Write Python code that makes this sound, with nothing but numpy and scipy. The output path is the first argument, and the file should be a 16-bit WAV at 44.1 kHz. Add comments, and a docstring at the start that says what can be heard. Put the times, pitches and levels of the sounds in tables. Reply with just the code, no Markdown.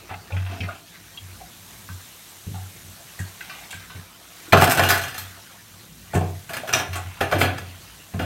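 """Washing up at a steel sink

Close by, an aerated tap hisses and bubbles over the hands and into the basin. Wet skin rubs on dishes,
which knock softly; the basin floor booms when pushed, and flicked water spatters. Halfway through, a
steel pot crashes and knocks against the sink, rings, scrapes and is shoved about, and a utensil clinks
on it. A small, hard kitchen puts a short tail on the clatter."""
import sys
import numpy as np
from scipy import signal
from scipy.fft import rfft, irfft, next_fast_len
from scipy.io import wavfile
from scipy.ndimage import uniform_filter1d, map_coordinates

SR = 44100
rng = np.random.default_rng(int(sys.argv[2]) if len(sys.argv) > 2 else 0)


def to_wav(sig):
    """Store sig (one row per channel, or 1-D mono) as 16-bit WAV at the path in sys.argv[1].

    Samples outside -1..1 are clipped; the rate is SR.
    """
    pcm = np.clip(np.atleast_2d(sig), -1, 1) * 32767
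    pcm = np.round(pcm).astype(np.int16)
    wavfile.write(sys.argv[1], SR, pcm.T)  # frames by channels


N = 363825

# level ride of the tap as hands and pot turn its stream: t/s, splash/dB, spray/dB
TAP_RIDE = [(0, -48, -53.5), (.2, -48.5, -56), (.56, -45.5, -53), (.83, -50, -53), (1.2, -49, -52),
            (1.75, -50.5, -48), (2.5, -53.5, -48.5), (3.6, -46, -48), (4.1, -49.5, -53), (4.45, -48, -48),
            (5.5, -48, -51), (5.9, -52, -53), (6.5, -50.5, -50.5), (7.6, -47, -53.5), (8.25, -51, -50)]
# colours of the splash, the fine spray and the water drumming on the basin floor: f/Hz, level/dB
SPLASH_EQ = [(120, -41), (200, -24), (296, 0), (357, 1), (387, -4), (628, -6), (681, 2.5), (739, -3.5),
             (1590, -1.5), (5000, -7.5), (6500, -12.5), (11000, -120)]
SPRAY_EQ = [(2500, -2.5), (4000, 1), (4900, -5), (6000, 1), (7500, -3.5), (9400, 0), (10300, -6.5),
            (11300, -1), (13000, -1.5), (15000, -8), (16000, -6)]
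DRUMMING_EQ = [(20, -23), (45, -9), (60, 6.5), (75, -25), (94, 8), (125, -5.5), (168, 2), (210, -4),
               (320, -14.5), (600, -24.5)]
# wet hands rub over the dishes: t/s, length/s, level/dB
RUB_CUES = [(0.081, 0.097, -40.5), (0.3, 0.33, -46), (0.59, 0.21, -47), (3.4, 0.31, -50),
            (3.69, 0.06, -46.5), (6.935, 0.75, -47.5)]
# hollow of the basin with dishes in it: f/Hz, level/dB
HOLLOW_EQ = [(350, 13), (560, 4), (700, 11.5), (900, -2.5), (1100, -4.5), (1380, -3), (1550, 2.5),
             (1730, -5.5), (2100, -3.5), (2600, 0.5), (3300, 1), (4200, 0), (6000, -4), (12000, -26)]
# hollow knocks, light ones from handling dishes, loud or low ones from the pot hitting the basin:
# t/s, level/dB, centre f/Hz, t60/s
KNOCK_CUES = [(.092, -28.5, 1090, 0.41), (.11, -22, 910, 0.22), (.304, -26, 980, 0.43),
              (.321, -24, 2600, 0.087), (.366, -19, 1790, 0.12), (.498, -25, 774, 0.8),
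              (.605, -13, 2370, 0.08), (.631, -23, 2150, 0.21), (.683, -19, 740, 0.18),
              (.688, -22, 1320, 0.21), (1.174, -20, 3080, 0.084), (1.404, -25, 730, .13),
              (1.888, -25.5, 1340, 0.15), (2.543, -27.5, 900, 0.37), (3.19, -22.5, 1760, 0.24),
              (3.407, -21.5, 1900, 0.17), (3.495, -22.5, 1830, 0.32), (3.707, -28.5, 2630, 0.45),
              (3.727, -23, 1630, 0.21), (3.898, -28.5, 1640, 0.37), (4.48, -27, 290, 0.14),
              (4.531, 2.5, 930, 0.45), (4.622, -3.5, 885, .3), (6.155, -14.5, 276, 0.21),
              (6.537, -15, 1627, 0.11), (6.632, -18.5, 740, 0.26), (7.323, -4, 530, 0.1),
              (7.326, -9.5, 1240, 0.093), (7.355, -12, 321, 0.24), (7.414, -6, 2295, 0.045)]
# the basin floor is pushed: t/s, level/dB, push time/s, damped after/s
BOOM_CUES = [(.1, -35.5, 0.0071, .07), (0.317, -18, 0.028, 0.23), (.602, -25, 0.0071, 0.067),
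             (1.211, -36, 0.027, 0.12), (1.891, -31, 0.02, 0.063), (2.467, -33, 0.0032, 0.075),
             (2.506, -26.5, 0.019, 0.17), (2.83, -37.5, .03, .075), (3.195, -21, 0.015, 0.011),
             (3.739, -38, .013, 0.032), (3.948, -34.5, 0.0089, 0.045), (4.533, -17, .004, 0.12),
             (4.78, -20.5, 0.015, 0.26), (5.169, -35.5, 0.034, 0.15), (6.149, -20, 0.0041, 0.23),
             (6.733, -37, 0.0057, .17), (6.884, -25.5, 0.023, .14), (7.041, -28, 0.027, 0.042),
             (7.206, -32.5, 0.0068, 0.068), (7.324, -15.5, 0.066, 0.2), (7.598, -33.5, 0.015, 0.2),
             (8.137, -26, 0.0047, .2), (8.195, -22, 0.011, .16)]
# colour of the floor's thud: f/Hz, level/dB
THUD_EQ = [(25, -36), (58, -7), (110, -1.5), (160, 9), (205, -3.5), (255, -2), (330, -17), (420, -7.5),
           (900, -46)]
# water is flicked against the basin: t/s, level/dB
SPATTER_CUES = [(1.334, -54), (3.187, -38.5), (3.50, -53), (3.705, -37), (6.14, -31.5), (6.955, -35.5)]
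# colour of the landing drops: f/Hz, level/dB
DROPS_EQ = [(2500, -54), (5000, -9), (7800, 3.5), (10300, -6.5), (16000, -13)]
# the pot strikes the sink: t/s, level/dB, hardness/dB, rim lead/s, t60/s
CLASH_CUES = [(4.53, -6.5, -3.5, 0.0069, 0.13), (4.572, -18.5, 1, 0.0038, 0.38),
              (4.62, -13, -5, .008, 0.23), (4.676, -19, -3.5, 0.0064, 0.8), (4.794, -11, -0.5, .022, 0.25),
              (4.835, -14.5, 2, 0.0006, 0.6), (4.903, -11.5, 6.5, 0.016, 0.41),
              (5.036, -25, 6, 0.023, 0.39), (5.08, -32.5, 11, 0.0027, 0.5), (5.143, -30, 8, 0.0003, 0.43),
              (5.179, -34, 19, 0, 0.54), (6.15, -24.5, -11, 0.017, 0.3), (6.209, -35, -15, 0.00093, 0.37),
              (6.494, -30.5, 0, 0.0038, 0.75), (6.533, -29, 11, 0.0027, 0.53),
              (6.567, -24.5, 6.5, 0.00045, 0.19), (6.69, -25.5, 1.5, 0.016, 0.33),
              (6.735, -16, 2.5, .008, 0.43), (6.797, -27, -5.5, 0, .29), (6.955, -24.5, 1.5, 0.025, 0.31),
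              (7.21, -16.5, -3.5, .004, 0.25), (7.323, -19, -4, 0.011, 0.47),
              (7.413, -13.5, -1.5, .004, 0.41), (7.581, -27.5, 6, 0, 0.17),
              (8.138, -36.5, -6, 0.0026, 0.26), (8.194, -26, -5, 0.0039, 0.56)]
# colour of the sheet steel's dense modes: f/Hz, level/dB
STEEL_EQ = [(120, 18), (163, -3.5), (213, -23.5), (272, -3), (471, -3), (709, -4), (852, -6.5),
            (1100, -9.5), (1500, -7), (2100, -12), (2700, -13), (3500, -16.5), (4830, -21), (9290, -23),
            (10300, -26), (13100, -21), (15800, -29)]
# ringing modes of the basin and of the pot: f/Hz, level/dB, t60/s
BASIN_MODES = [(156, -4, .3), (245, -9, .3), (278, -7, .3), (328, -6, .3), (400, -7, .3), (433, -6, .28),
               (500, -6, .22), (541, -4, .28), (625, -6, .28), (688, -2, .33), (722, 1, .33), (801, -2, .3),
               (1040, -5, .25), (1082, -3, .3), (1210, -4, .3)]
POT_MODES = [(1249, -3, .6), (1448, -3, .5), (1548, 0, .45), (1700, 0, .45), (1809, -1, .4), (1954, 0, .6),
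             (2164, -4, .5), (2430, -3, .35), (2683, 0, .4), (2790, -3, .35), (3525, -3, .5),
             (3758, -7, .4), (4097, -9, .5), (5412, -11, .45), (6020, -8, .4), (6395, -7, .4),
             (7413, -8, .4), (8479, -12, .4), (9152, -6, .45), (9230, -9, .35), (10864, -12, .4),
             (11719, -11, .4), (12365, -8, .4), (13437, -10, .4)]
# the pot's rim drags over the basin: t/s, length/s, level/dB
SCRAPE_CUES = [(4.572, 0.22, -23.5), (4.753, 0.13, -32), (4.915, 0.09, -29.5), (6.745, 0.093, -35.5),
               (7.371, 0.089, -32)]
# a utensil clacks against the pot: t/s, level/dB
CLINK_CUES = [(6.736, -18.5), (6.798, -32)]
# colour of the utensil's dense modes: f/Hz, level/dB
UTENSIL_EQ = [(1500, -35), (2500, 2), (3100, -5.5), (3700, 2.5), (4600, -17), (5400, -2), (5650, -3),
              (6000, 3), (6400, -16), (9000, -45)]
# reverb time of the kitchen: f/Hz, t60/s
KITCHEN_DECAY = [(100, 1), (1000, 0.25), (4000, 0.19), (14000, 0.18)]


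def amp(db):
    """Decibels to gain."""
    return np.exp(np.asarray(db) * np.log(10) / 20)


def unit(x):
    """Scaled to rms 1."""
    return x / np.sqrt(np.mean(x ** 2) + 1e-20)


def along(points, hz):
    """A curve through (f/Hz, value) points, read on a log frequency axis."""
    f, v = np.transpose(points)
    return np.interp(np.log(hz + 1), np.log(f + 1), v)


def wobble(rate):
    """A smooth random curve, rate knots a second."""
    return map_coordinates(rng.standard_normal(int(N * rate / SR) + 4), [np.arange(N) * rate / SR])


def filtered(x, gain):
    """x through an EQ whose gain is a function of frequency."""
    m = next_fast_len(len(x) + 4096)
    return irfft(rfft(x, m) * gain(np.fft.rfftfreq(m, 1 / SR)), m)[:len(x)]


def noise(t, gain):
    """Coloured noise of rms 1, as long as t."""
    m = next_fast_len(len(t))
    spectrum = rfft(rng.standard_normal(m)) * gain(np.fft.rfftfreq(m, 1 / SR))
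    return unit(irfft(spectrum, m)[:len(t)])


def band(hz, low_hz, high_hz):
    """Gain of a steep band-pass."""
    return 1 / np.sqrt((1 + (low_hz / (hz + 1)) ** 10) * (1 + (hz / high_hz) ** 10))


def crowded(spacing_hz, depth_db):
    """EQ of a body with many close modes: random peaks and dips."""
    knots = rng.standard_normal(int(SR / spacing_hz) + 4)
    return lambda hz: amp(depth_db * np.tanh(np.interp(hz / spacing_hz, np.arange(len(knots)), knots)))


def fade(t, t60):
    """Free decay, 60 dB down at t60."""
    return amp(-60 * t / max(t60, .003))


def swell(t, rise):
    """Attack envelope: contact builds up over the rise time."""
    return 1 - np.exp(-t / max(rise, .0002))


def ring(t, modes, scatter_db, detune, tilt_db=0.):
    """Modes struck at random strengths and detuned by grip and water; tilt is per octave."""
    hz, db, t60 = np.transpose(modes)
    strength, shift, turn = rng.standard_normal((3, len(hz)))
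    gains = amp(db + scatter_db * strength + tilt_db * np.log2(hz / hz[0]))
    cycles = np.outer(hz * (1 + detune * shift), t) + turn[:, None]
    waves = np.sin(2 * np.pi * cycles) * amp(-60 * t / t60[:, None])
    return gains @ waves * np.sqrt(2) / np.linalg.norm(gains)


def add(track, s, sound):
    """Mix a sound in at time s."""
    part = track[max(round(s * SR), 0):][:len(sound)]
    part += sound[:len(part)]


def rush(eq, patchy_db, drops_db, count):
    """Water noise of rms 1: a patchy wash with count droplet impacts on it."""
    cells = signal.stft(rng.standard_normal(N), nperseg=512)[2]
    patches = uniform_filter1d(rng.standard_normal(cells.shape), size=7, axis=0)
    patches = unit(uniform_filter1d(patches, size=9, axis=1))
    wash = unit(signal.istft(cells * amp(patchy_db * patches), nperseg=512)[1][:N])
    drops = unit(np.bincount(rng.integers(0, N, count), rng.standard_normal(count), N))
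    return unit(filtered(wash + amp(drops_db) * drops, lambda hz: amp(along(eq, hz))))


def bubbles(centre_hz, spread, cycles, glide, count):
    """Small bubbles ring briefly and rise in pitch as they surface."""
    t = np.arange(SR // 25) / SR
    track = np.zeros(N)
    for s, (pitch, size) in zip(rng.uniform(0, N / SR, count), rng.standard_normal((count, 2))):
        hz = centre_hz * np.exp(spread * pitch)
        age = t * hz / cycles
        chirp = np.sin(2 * np.pi * hz * t * (1 + glide * np.tanh(age)))
        add(track, s, amp(2 * size) * age * np.exp(-2 * age) * chirp)
    return unit(track)


def tap():
    """The bed: an aerated stream sprays, splashes, bubbles and drums on the basin floor."""
    t = np.arange(N) / SR
    s, *levels = np.transpose(TAP_RIDE)
    splash_db, spray_db = [np.interp(t, s, level) for level in levels]
    flow = wobble(13)
    gurgle = amp(-10.5) * bubbles(centre_hz=1718, spread=.55, cycles=39, glide=.051, count=700)
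    fizz = amp(-11.5) * bubbles(centre_hz=7260, spread=.077, cycles=16, glide=.019, count=900)
    splash = rush(SPLASH_EQ, patchy_db=5, drops_db=-5.5, count=3000) + gurgle
    spray = rush(SPRAY_EQ, patchy_db=.5, drops_db=-10, count=14000) + fizz
    drumming = amp(-51.5 + 2.4 * wobble(4.2)) * noise(t, lambda hz: amp(along(DRUMMING_EQ, hz)))
    return amp(splash_db - 1.6 + .7 * flow) * splash + amp(spray_db + 2 + .4 * flow) * spray + drumming


def stick_slip(length, rate):
    """Friction as random jerks, about rate a second, faded in and out."""
    size = int(length * SR)
    jerks = (rng.random(SR) < rate / SR) * rng.standard_normal(SR)
    return jerks[:size] * signal.windows.tukey(size)


def drag(jerks, response):
    """Every jerk sounds the response; the stroke comes out near rms 1."""
    stroke = signal.fftconvolve(jerks, response)
    return stroke / np.sqrt(np.sum(stroke ** 2) / len(jerks) + 1e-20)


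def rubs():
    """Wet skin slips in small jerks that sound the hollow of the basin."""
    t = np.arange(SR // 8) / SR
    track = np.zeros(N)
    for s, length, db in RUB_CUES:
        jerks = stick_slip(length, rate=350)
        hollow = noise(t, lambda hz: amp(along(HOLLOW_EQ, hz)) * band(hz, 760, 2760))
        add(track, s, amp(db) * drag(jerks, hollow * fade(t, .067)))
    return track


def nudges(count, db, centre_hz, t60):
    """Cues for faint knocks at random times, scattered in level and pitch."""
    return [(when * N / SR, db + 6 * (size - .5), centre_hz * 2 ** (2 * pitch - 1), t60)
            for when, size, pitch in rng.random((count, 3))]


def knocks():
    """Hollow knocks: light ones from handling dishes, loud or low ones from the pot hitting the basin."""
    t = np.arange(SR // 2) / SR
    track = np.zeros(N)
    for s, db, centre_hz, t60 in list(KNOCK_CUES) + nudges(count=10, db=-43.5, centre_hz=1590, t60=.24):
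        octaves = 1.32 * t60 ** .82  # a longer knock covers a broader band
        peak = lambda hz: 1 / (1 + (np.log2((hz + 1) / centre_hz) / octaves) ** 2)
        modes = crowded(spacing_hz=109.25, depth_db=11.5)
        clack = noise(t, lambda hz: modes(hz) * amp(along(HOLLOW_EQ, hz)) * peak(hz))
        envelope = swell(t, .0012) * (.69 * fade(t, t60) + .45 * fade(t, .02))
        add(track, s, amp(db - 8.5) * envelope * clack)
    return track


def booms():
    """The wide basin floor swings in its two lowest modes until a load stills it, with a short thud."""
    t = np.arange(SR // 2) / SR
    track = np.zeros(N)
    for s, db, push, damped_after in BOOM_CUES:
        hz = 92.7 * (1 + .014 * rng.standard_normal())  # the load shifts the pitch a little
        boom = np.sqrt(2) * np.sin(2 * np.pi * hz * t) * fade(t, .9)
        overtone = amp(-7) * np.sqrt(2) * np.sin(2 * np.pi * 1.9 * hz * t) * fade(t, .29)
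        # a slower push gives a duller, weaker thud
        edge_hz = 190 + 3.7 / push
        thud_db = 1.5 - 5 * np.log2(push / .0045)
        thud = noise(t, lambda f: amp(along(THUD_EQ, f)) * band(f, 45, edge_hz)) * fade(t, .33)
        envelope = swell(t, push) * fade(np.maximum(t - damped_after, 0), .28)
        add(track, s, amp(db) * envelope * (boom + amp(thud_db) * (thud + overtone)))
    return track


def spatters():
    """Flicked drops land in short, bright bursts."""
    t = np.arange(SR // 3) / SR
    bursts = np.zeros(N)
    for s, db in SPATTER_CUES:
        add(bursts, s, amp(db) * swell(t, .003) * fade(t, .2))
    return bursts * rush(DROPS_EQ, patchy_db=2, drops_db=0, count=8000)


def pot_contacts():
    """Every hit of the pot: t/s, level/dB, hardness/dB, t60/s, rise/s."""
    blows, grazes = [], []
    for s, db, hardness, lead, t60 in CLASH_CUES:
        rise = .00089 * amp(-.2 * db)  # weaker blows build up more slowly
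        blows.append((s, db, hardness, t60, rise))
        if lead > .003:  # a tilted pot grazes rim first, lighter and harder
            grazes.append((s - lead, db - 1, hardness + 5, t60, .0041))
    return blows + grazes


def clashes(steel):
    """Each hit of the pot shakes the dense modes of the sheet steel; basin and pot ring on."""
    t = np.arange(SR // 2) / SR
    hz = np.fft.rfftfreq(next_fast_len(len(t)), 1 / SR)
    bands = [steel(hz) * band(hz, *edges_hz) for edges_hz in [(159, 954), (944, 3900), (3770, 15800)]]
    track = np.zeros(N)
    for s, db, hardness, t60, rise in pot_contacts():
        # hardness moves the energy from the low modes to the high ones
        body_db, clang_db, sizzle_db = db - 1.5 - hardness, db - 2, db - 12 + hardness
        # each contact point favours other modes
        spot = crowded(spacing_hz=45, depth_db=6)(hz) * crowded(spacing_hz=650, depth_db=3.5)(hz)
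        low, middle, high = [noise(t, lambda f: gain * spot) for gain in bands]
        crack = fade(t, .018)
        # dull, heavy hits favour the basin's low modes
        basin = ring(t, BASIN_MODES, scatter_db=6.5, detune=.015, tilt_db=.5 * np.clip(hardness, -10, 2))
        body = low * (.5 * fade(t, t60) + .16 * crack) + amp(-7.5) * basin
        clang = middle * (.53 * fade(t, t60) + 1.53 * crack)
        sizzle = high * (.62 * fade(t, .51 * t60) + .87 * crack)
        # hard, bright hits ring the pot most
        pot = amp((clang_db + sizzle_db) / 2 - 13) * ring(t, POT_MODES, scatter_db=4, detune=.003)
        blow = amp(body_db) * body + amp(clang_db) * clang + amp(sizzle_db) * sizzle + pot
        add(track, s, swell(t, rise) * blow)
    return track


def scrapes(steel):
    """The pot's rim sticks and slips over the basin; every slip rings sheet and pot."""
    t = np.arange(SR // 3) / SR
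    track = np.zeros(N)
    for s, length, db in SCRAPE_CUES:
        jerks = stick_slip(length, rate=260)
        pot = ring(t, POT_MODES, scatter_db=4, detune=.0025) * fade(t, .24)
        sheet = noise(t, lambda hz: steel(hz) * band(hz, 600, 16000) * (hz / 3000) ** .29) * fade(t, .1)
        add(track, s, amp(db) * drag(jerks, sheet + .12 * pot))
    return track


def clinks():
    """A steel utensil, pressed by its neighbours, rings briefly and brightly."""
    t = np.arange(SR // 2) / SR
    track = np.zeros(N)
    for s, db in CLINK_CUES:
        modes = crowded(spacing_hz=60, depth_db=6)
        clack = noise(t, lambda hz: modes(hz) * amp(along(UTENSIL_EQ, hz)))
        envelope = swell(t, .00041) * (.54 * fade(t, .35) + 1.6 * fade(t, .03))
        add(track, s, amp(db) * envelope * clack)
    return track


def kitchen(x):
    """Tiles and cupboards return a short diffuse tail after a 5 ms pre-delay."""
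    hz, t, cells = signal.stft(rng.standard_normal(SR // 2), SR, nperseg=256)
    decay = amp(-60 * t / along(KITCHEN_DECAY, hz)[:, None])
    tail = signal.istft(cells * decay, SR, nperseg=256)[1]
    response = np.pad(tail / np.linalg.norm(tail), (SR // 200, 0))
    return signal.fftconvolve(x, response)[:N]


def scene():
    """The mono mix: clatter with its reverb, over dry booms and the running tap."""
    modes = crowded(spacing_hz=36, depth_db=6.5)
    steel = lambda hz: amp(along(STEEL_EQ, hz)) * modes(hz)  # one sink colours clashes and scrapes
    clatter = clashes(steel) + scrapes(steel) + clinks() + knocks() + rubs() + spatters()
    return (clatter + amp(-14.5) * kitchen(clatter) + booms() + tap())[None]


def record(dry):
    """A soft clip rounds the loudest peaks; deep bass is rolled off and the very top is cut."""
    low_cut_hz, top_hz = 36, 15850
    rounded = dry[0] / (1 + dry[0] ** 6) ** (1 / 6)
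    return filtered(rounded, lambda hz: (hz < top_hz) / (1 + (low_cut_hz / (hz + 1)) ** 4))[None]


dry = scene()
out = record(dry)
to_wav(out)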